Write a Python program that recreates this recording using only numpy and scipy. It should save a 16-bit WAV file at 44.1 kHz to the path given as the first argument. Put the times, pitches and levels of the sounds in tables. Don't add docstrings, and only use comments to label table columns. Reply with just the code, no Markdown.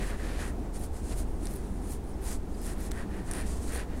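import sys
import numpy as np
from scipy import signal
from scipy.fft import rfft, irfft
from scipy.io import wavfile

SR = 44100
rng = np.random.default_rng(int(sys.argv[2]) if len(sys.argv) > 2 else 0)


def generate_wav(sig):
    pcm = np.round(np.clip(np.atleast_2d(sig).T, -1, 1) * 32767).astype(np.int16)
    wavfile.write(sys.argv[1], SR, pcm)


N = 176400
TIME = np.arange(N) / SR

# frequency in Hz, relative strength in dB.
AIR_COLOUR = [(20, -11.5), (90, 3), (135, -1.5), (210, 3), (320, -0.5), (420, -2.5), (520, -10.5),
              (750, -10), (1100, -19), (1700, -25), (2700, -32), (4500, -35.5), (6500, -35.5),
              (9300, -34.5), (12000, -41), (16000, -43)]
WIND_COLOUR = [(5, 8), (14, 2), (30, -2.5), (55, -5), (85, -6), (130, -30.5), (400, -45), (2000, -68)]
RUSTLE_COLOUR = [(150, -11), (450, 8.5), (800, -1.5), (1150, -4), (1800, -8), (2500, -4), (3100, -10.5),
                 (4200, -8.5), (5200, -13), (7000, -14), (11000, -15), (16000, -37)]
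HOLLOW_COLOUR = [(200, -13), (700, -7.5), (1150, -8), (1550, -5), (1880, -0.5), (2200, -12), (2600, -14),
                 (3300, -19), (5000, -32), (16000, -45)]
KNOCK_COLOUR = [(300, -26), (1500, -4), (2400, -2), (3300, -4.5), (7000, 2), (11000, -10), (12500, -15),
                (16000, -24)]
HISS_COLOUR = [(200, -34), (700, 1), (1300, -2.5), (2200, -5.5), (3300, -9), (4400, -5), (5600, -4.5),
               (7400, -0.5), (8800, 2), (10000, -2.5), (11200, -7), (12600, -13.5), (14200, -21),
               (16000, -25)]
RING_COLOUR = [(200, -61), (4300, -18.5), (6300, -18), (8000, -16), (8900, -5), (9550, -2.5), (10200, -9),
               (11200, -15), (12500, -25), (16000, -28)]
CRACKLE_COLOUR = [(200, -30), (4000, -9), (8000, -10), (10700, 9), (12300, 2), (14000, 3), (16000, -5)]

# pitch in Hz, pitch wander in Hz, start level in dB, end level in dB.
ENGINE_TONES = [(39.6, 1.8, -36, -40.5), (60.27, 1.56, -46, -39), (73.86, 2.45, -42.5, -53)]
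# peak time, rise and fall in seconds, level in dB.
HUM_SWELLS = [(1.71, 0.046, .1, -45), (3.19, 0.1, 0.035, -41)]
# start and length in seconds, first and last pitch in Hz, level in dB.
BIRD_CHIRPS = [(2.136, .011, 5800, 4700, -57), (2.537, .022, 5200, 4100, -58),
               (2.585, .06, 5350, 4900, -61)]
# peak time in seconds, pitch in Hz, half length in seconds, peak level in dB. # Most
# come from the hand; the row at 1.4708 s gives the stick's tick there a low body.
DULL_KNOCKS = [(1.4336, 296, 0.0042, -27.5), (1.439, 320, 0.011, -45), (1.4708, 1500, .0005, -37.5),
               (2.156, 730, 0.0014, -38.5), (3.298, 27, 0.027, -27), (3.596, 61.5, 0.011, -34),
               (3.775, 472, 0.028, -43.5)]
# peak time, rise and fall in seconds, hollow and rustle levels in dB.
SLEEVE_SWISHES = [ (.015, .04, 0.07, -48.5, -44.5), (.11, 0.037, 0.037, -45, -51.5),
                  (.28, 0.082, 0.076, -47.5, -46.5), (.40, 0.052, 0.027, -51.5, -43),
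                  (.46, 0.051, 0.036, -44, -48), (.83, 0.053, 0.027, -67, -61),
                  (1.124, 0.016, 0.0098, -64, -45.5), (1.2, 0.02, 0.02, -62, -62),
                  (1.48, 0.059, 0.12, -62, -58), (2.32, 0.088, 0.029, -59, -53),
                  (2.705, 0.043, 0.025, -50.5, -53), (2.815, 0.048, 0.059, -56, -54),
                  (3.005, 0.06, 0.033, -46.5, -53.5), (3.15, 0.04, 0.061, -51.5, -56.5),
                  (3.40, 0.082, .036, -45.5, -46), (3.51, 0.048, 0.081, -61, -57),
                  (3.782, 0.057, 0.039, -43.5, -42), (3.93, 0.036, 0.052, -54.5, -55)]
# start in seconds, level in dB, share of the duller knock from 0 to 1.
STICK_TICKS = [(1.4558, -26.5, .45), (1.4702, -27.5, 0.54), (2.9117, -34, 1), (2.9167, -24, 0.7),
               (3.3128, -20, 0), (3.3176, -28, .05), (3.336, -24, 0.2)]
# pitch in Hz, relative level in dB, seconds to fade by 60 dB.
TICK_TONES = [(5900, -10, 0.0041), (8800, -0.5, 0.0034), (9550, 1, .003), (13400, -11, 0.0022)]
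# start in seconds, peak level in dB.
FIBRE_SNAPS = [(0.795, -37), (1.5312, -42), (1.5383, -32), (1.5584, -33), (1.5632, -32), (1.92, -32),
               (1.9348, -35), (2.241, -37), (2.29, -35), (2.316, -31), (2.33, -36), (2.6174, -33)]
# peak time, rise and fall in seconds, hiss, ring and crackle levels in dB.
STICK_STROKES = [ (.065, 0.047, 0.053, -51, -65, -64), (.25, 0.082, .07, -58.5, -68, -76),
                 (.455, 0.059, 0.039, -50.5, -55, -68), (.765, 0.022, 0.015, -49.5, -56, -68),
                 (.83, 0.03, 0.032, -51.5, -53.5, -54.5), (.965, 0.031, 0.057, -54.5, -63, -68),
                 (1.11, .06, 0.041, -50.5, -59, -68), (1.19, 0.024, 0.033, -48, -55, -54),
                 (1.29, .02, 0.097, -72, -66, -78), (1.465, 0.05, 0.045, -56, -59, -72),
                 (1.55, 0.046, 0.033, -55, -55, -56), (1.66, 0.11, 0.14, -64.5, -63, -82),
                 (1.925, 0.024, 0.034, -51, -55, -53), (1.88, 0.045, .04, -56.5, -55, -66),
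                 (2.09, 0.041, .03, -68, -60, -72), (2.245, 0.021, .02, -61, -55, -59),
                 (2.305, 0.043, 0.047, -44, -56, -56), (2.62, 0.084, .02, -57, -76, -69),
                 (2.675, 0.034, 0.051, -48, -51, -56), (2.851, 0.048, 0.028, -50, -59, -56),
                 (2.98, .04, 0.043, -57, -58.5, -68), (3.17, 0.034, 0.072, -67, -65.5, -78),
                 (3.29, 0.03, 0.011, -53, -71, -74), (3.385, 0.054, 0.031, -55.5, -47, -61),
                 (3.50, 0.041, 0.073, -49, -63, -66), (3.68, 0.066, 0.035, -48.5, -63, -68),
                 (3.755, 0.032, .04, -51, -46, -56), (4.0, 0.035, .04, -57.5, -66, -74)]


def amp(db):
    return 10 ** (np.asarray(db) / 20)


def unit(x):
    return x / np.sqrt(np.mean(x ** 2) + 1e-20)


def add(mix, start, sound):
    part = mix[max(round(start * SR), 0):][:len(sound)]
    part += sound[:len(part)]


def colour(x, points):
    hz, db = np.transpose(points)
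    freqs = np.fft.rfftfreq(len(x), 1 / SR)
    gain = amp(np.interp(np.log(freqs + 1), np.log(hz + 1), db))
    return unit(irfft(rfft(x) * gain, len(x)))


def drift(rate_hz):
    freqs = np.fft.rfftfreq(N, 1 / SR)
    smoothing = np.exp(-(freqs / rate_hz) ** 2) * (freqs > 0)
    return unit(irfft(rfft(rng.standard_normal(N)) * smoothing, N))


def slips(per_second, spread_db):
    size = amp(spread_db * np.minimum(rng.exponential(1, N), 4))
    return size * rng.choice([-1, 1], N) * (rng.random(N) < per_second / SR)


def swells(peaks, rises, falls, levels_db, steepness):
    power = np.zeros(N)
    for peak, rise, fall, db in zip(peaks, rises, falls, levels_db):
        away = abs(TIME - peak) / np.where(TIME < peak, rise, fall)
        power += amp(db) ** 2 * np.exp(-away ** steepness)
    return np.sqrt(power)


def fading_noise(fade_s):
    t = TIME[:2048]
    return rng.standard_normal(len(t)) * np.exp(-np.log(1000) * t / fade_s)


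def burst(points, fade_s):
    snap = np.roll(colour(fading_noise(fade_s), points), 8)
    return snap / abs(snap).max()


def air_and_wind():
    air = amp(-40 + 0.55 * drift(rate_hz=7.9)) * colour(rng.standard_normal(N), AIR_COLOUR)
    wind = amp(-38.5 + 1.7 * drift(rate_hz=1.9)) * colour(rng.standard_normal(N), WIND_COLOUR)
    return air + wind


def far_engine():
    out = np.zeros(N)
    for hz, wander_hz, start_db, end_db in ENGINE_TONES:
        cycles = np.cumsum(hz + wander_hz * drift(rate_hz=3.23)) / SR + rng.random()
        tone = amp(2.7 * drift(rate_hz=3.1)) * np.sin(2 * np.pi * cycles)
        out += amp(np.linspace(start_db, end_db, N)) * unit(tone)
    return out


def far_hum(pitch_hz=196.6, wander_hz=2.8):
    cycles = np.cumsum(pitch_hz + wander_hz * drift(rate_hz=9.8)) / SR
    return swells(*np.transpose(HUM_SWELLS), steepness=2.5) * unit(np.sin(2 * np.pi * cycles))


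def bird(waver_hz=130):
    out = np.zeros(N)
    for start, length, from_hz, to_hz, db in BIRD_CHIRPS:
        progress = np.linspace(0, 1, round(length * SR))
        glide_hz = from_hz + (to_hz - from_hz) * progress
        cycles = np.cumsum(glide_hz + waver_hz * drift(rate_hz=270)[:len(progress)]) / SR
        add(out, start, amp(db) * np.sin(np.pi * progress) * np.sin(2 * np.pi * cycles))
    return out


def dull_knocks():
    out = np.zeros(N)
    for peak, hz, half_length, db in DULL_KNOCKS:
        t = TIME - peak
        out -= amp(db) * np.exp(-(t / half_length) ** 2) * np.cos(2 * np.pi * hz * t)
    return out


def sleeve(threads_per_second=6000, steepness=2.45):
    peak, rise, fall, hollow_db, rustle_db = np.transpose(SLEEVE_SWISHES)
    hollow = colour(slips(threads_per_second, spread_db=2.5), HOLLOW_COLOUR)
    rustle = colour(slips(threads_per_second, spread_db=1.0), RUSTLE_COLOUR)
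    hollow *= swells(peak, rise, fall, hollow_db, steepness)
    rustle *= swells(peak, rise, fall, rustle_db, steepness)
    flutter = amp(1.25 * drift(rate_hz=35))
    return flutter * (hollow + rustle)


def stick_ticks(rise_s=0.00015, tail_db=-11):
    out, t = np.zeros(N), TIME[:2048]
    ring = sum(amp(db - 60 * t / fade_s) * np.sin(2 * np.pi * hz * t) for hz, db, fade_s in TICK_TONES)
    ring *= 1 - np.exp(-t / rise_s)
    ring /= abs(ring).max()
    for start, db, knock_share in STICK_TICKS:
        tick = (1 - knock_share) * ring + knock_share * burst(KNOCK_COLOUR, fade_s=0.003)
        tail = signal.fftconvolve(fading_noise(fade_s=0.018), tick)[:len(t)]
        add(out, start, amp(db) * (tick / abs(tick).max() + amp(tail_db) * tail / abs(tail).max()))
    return out


def sliding_stick(steepness=2.86, crackle_lead_s=0.0098):
    peak, rise, fall, hiss_db, ring_db, crackle_db = np.transpose(STICK_STROKES)
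    grip = amp(drift(rate_hz=32))
    hiss = colour(slips(per_second=9000, spread_db=2.5), HISS_COLOUR)
    ring = colour(slips(per_second=1500, spread_db=3.5), RING_COLOUR)
    crackle = colour(slips(per_second=1100, spread_db=3.5), CRACKLE_COLOUR)
    hiss *= swells(peak, rise, fall, hiss_db, steepness)
    ring *= swells(peak, rise, fall, ring_db, steepness)
    crackle *= swells(peak - crackle_lead_s, rise, fall, crackle_db, steepness)
    out = grip * (hiss + ring + crackle)
    for start, db in FIBRE_SNAPS:
        add(out, start, amp(db) * burst(CRACKLE_COLOUR, fade_s=0.0033))
    return out


def scene():
    near = sliding_stick() + sleeve() + stick_ticks() + dull_knocks()
    background = bird() + far_engine() + far_hum() + air_and_wind()
    return (near + background)[None]


def record(dry, cutoff_hz=15850):
    low_pass = signal.firwin(511, cutoff_hz, window=("kaiser", 9), fs=SR)
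    return signal.oaconvolve(dry, low_pass[None], "same")


dry = scene()
out = record(dry)
generate_wav(out)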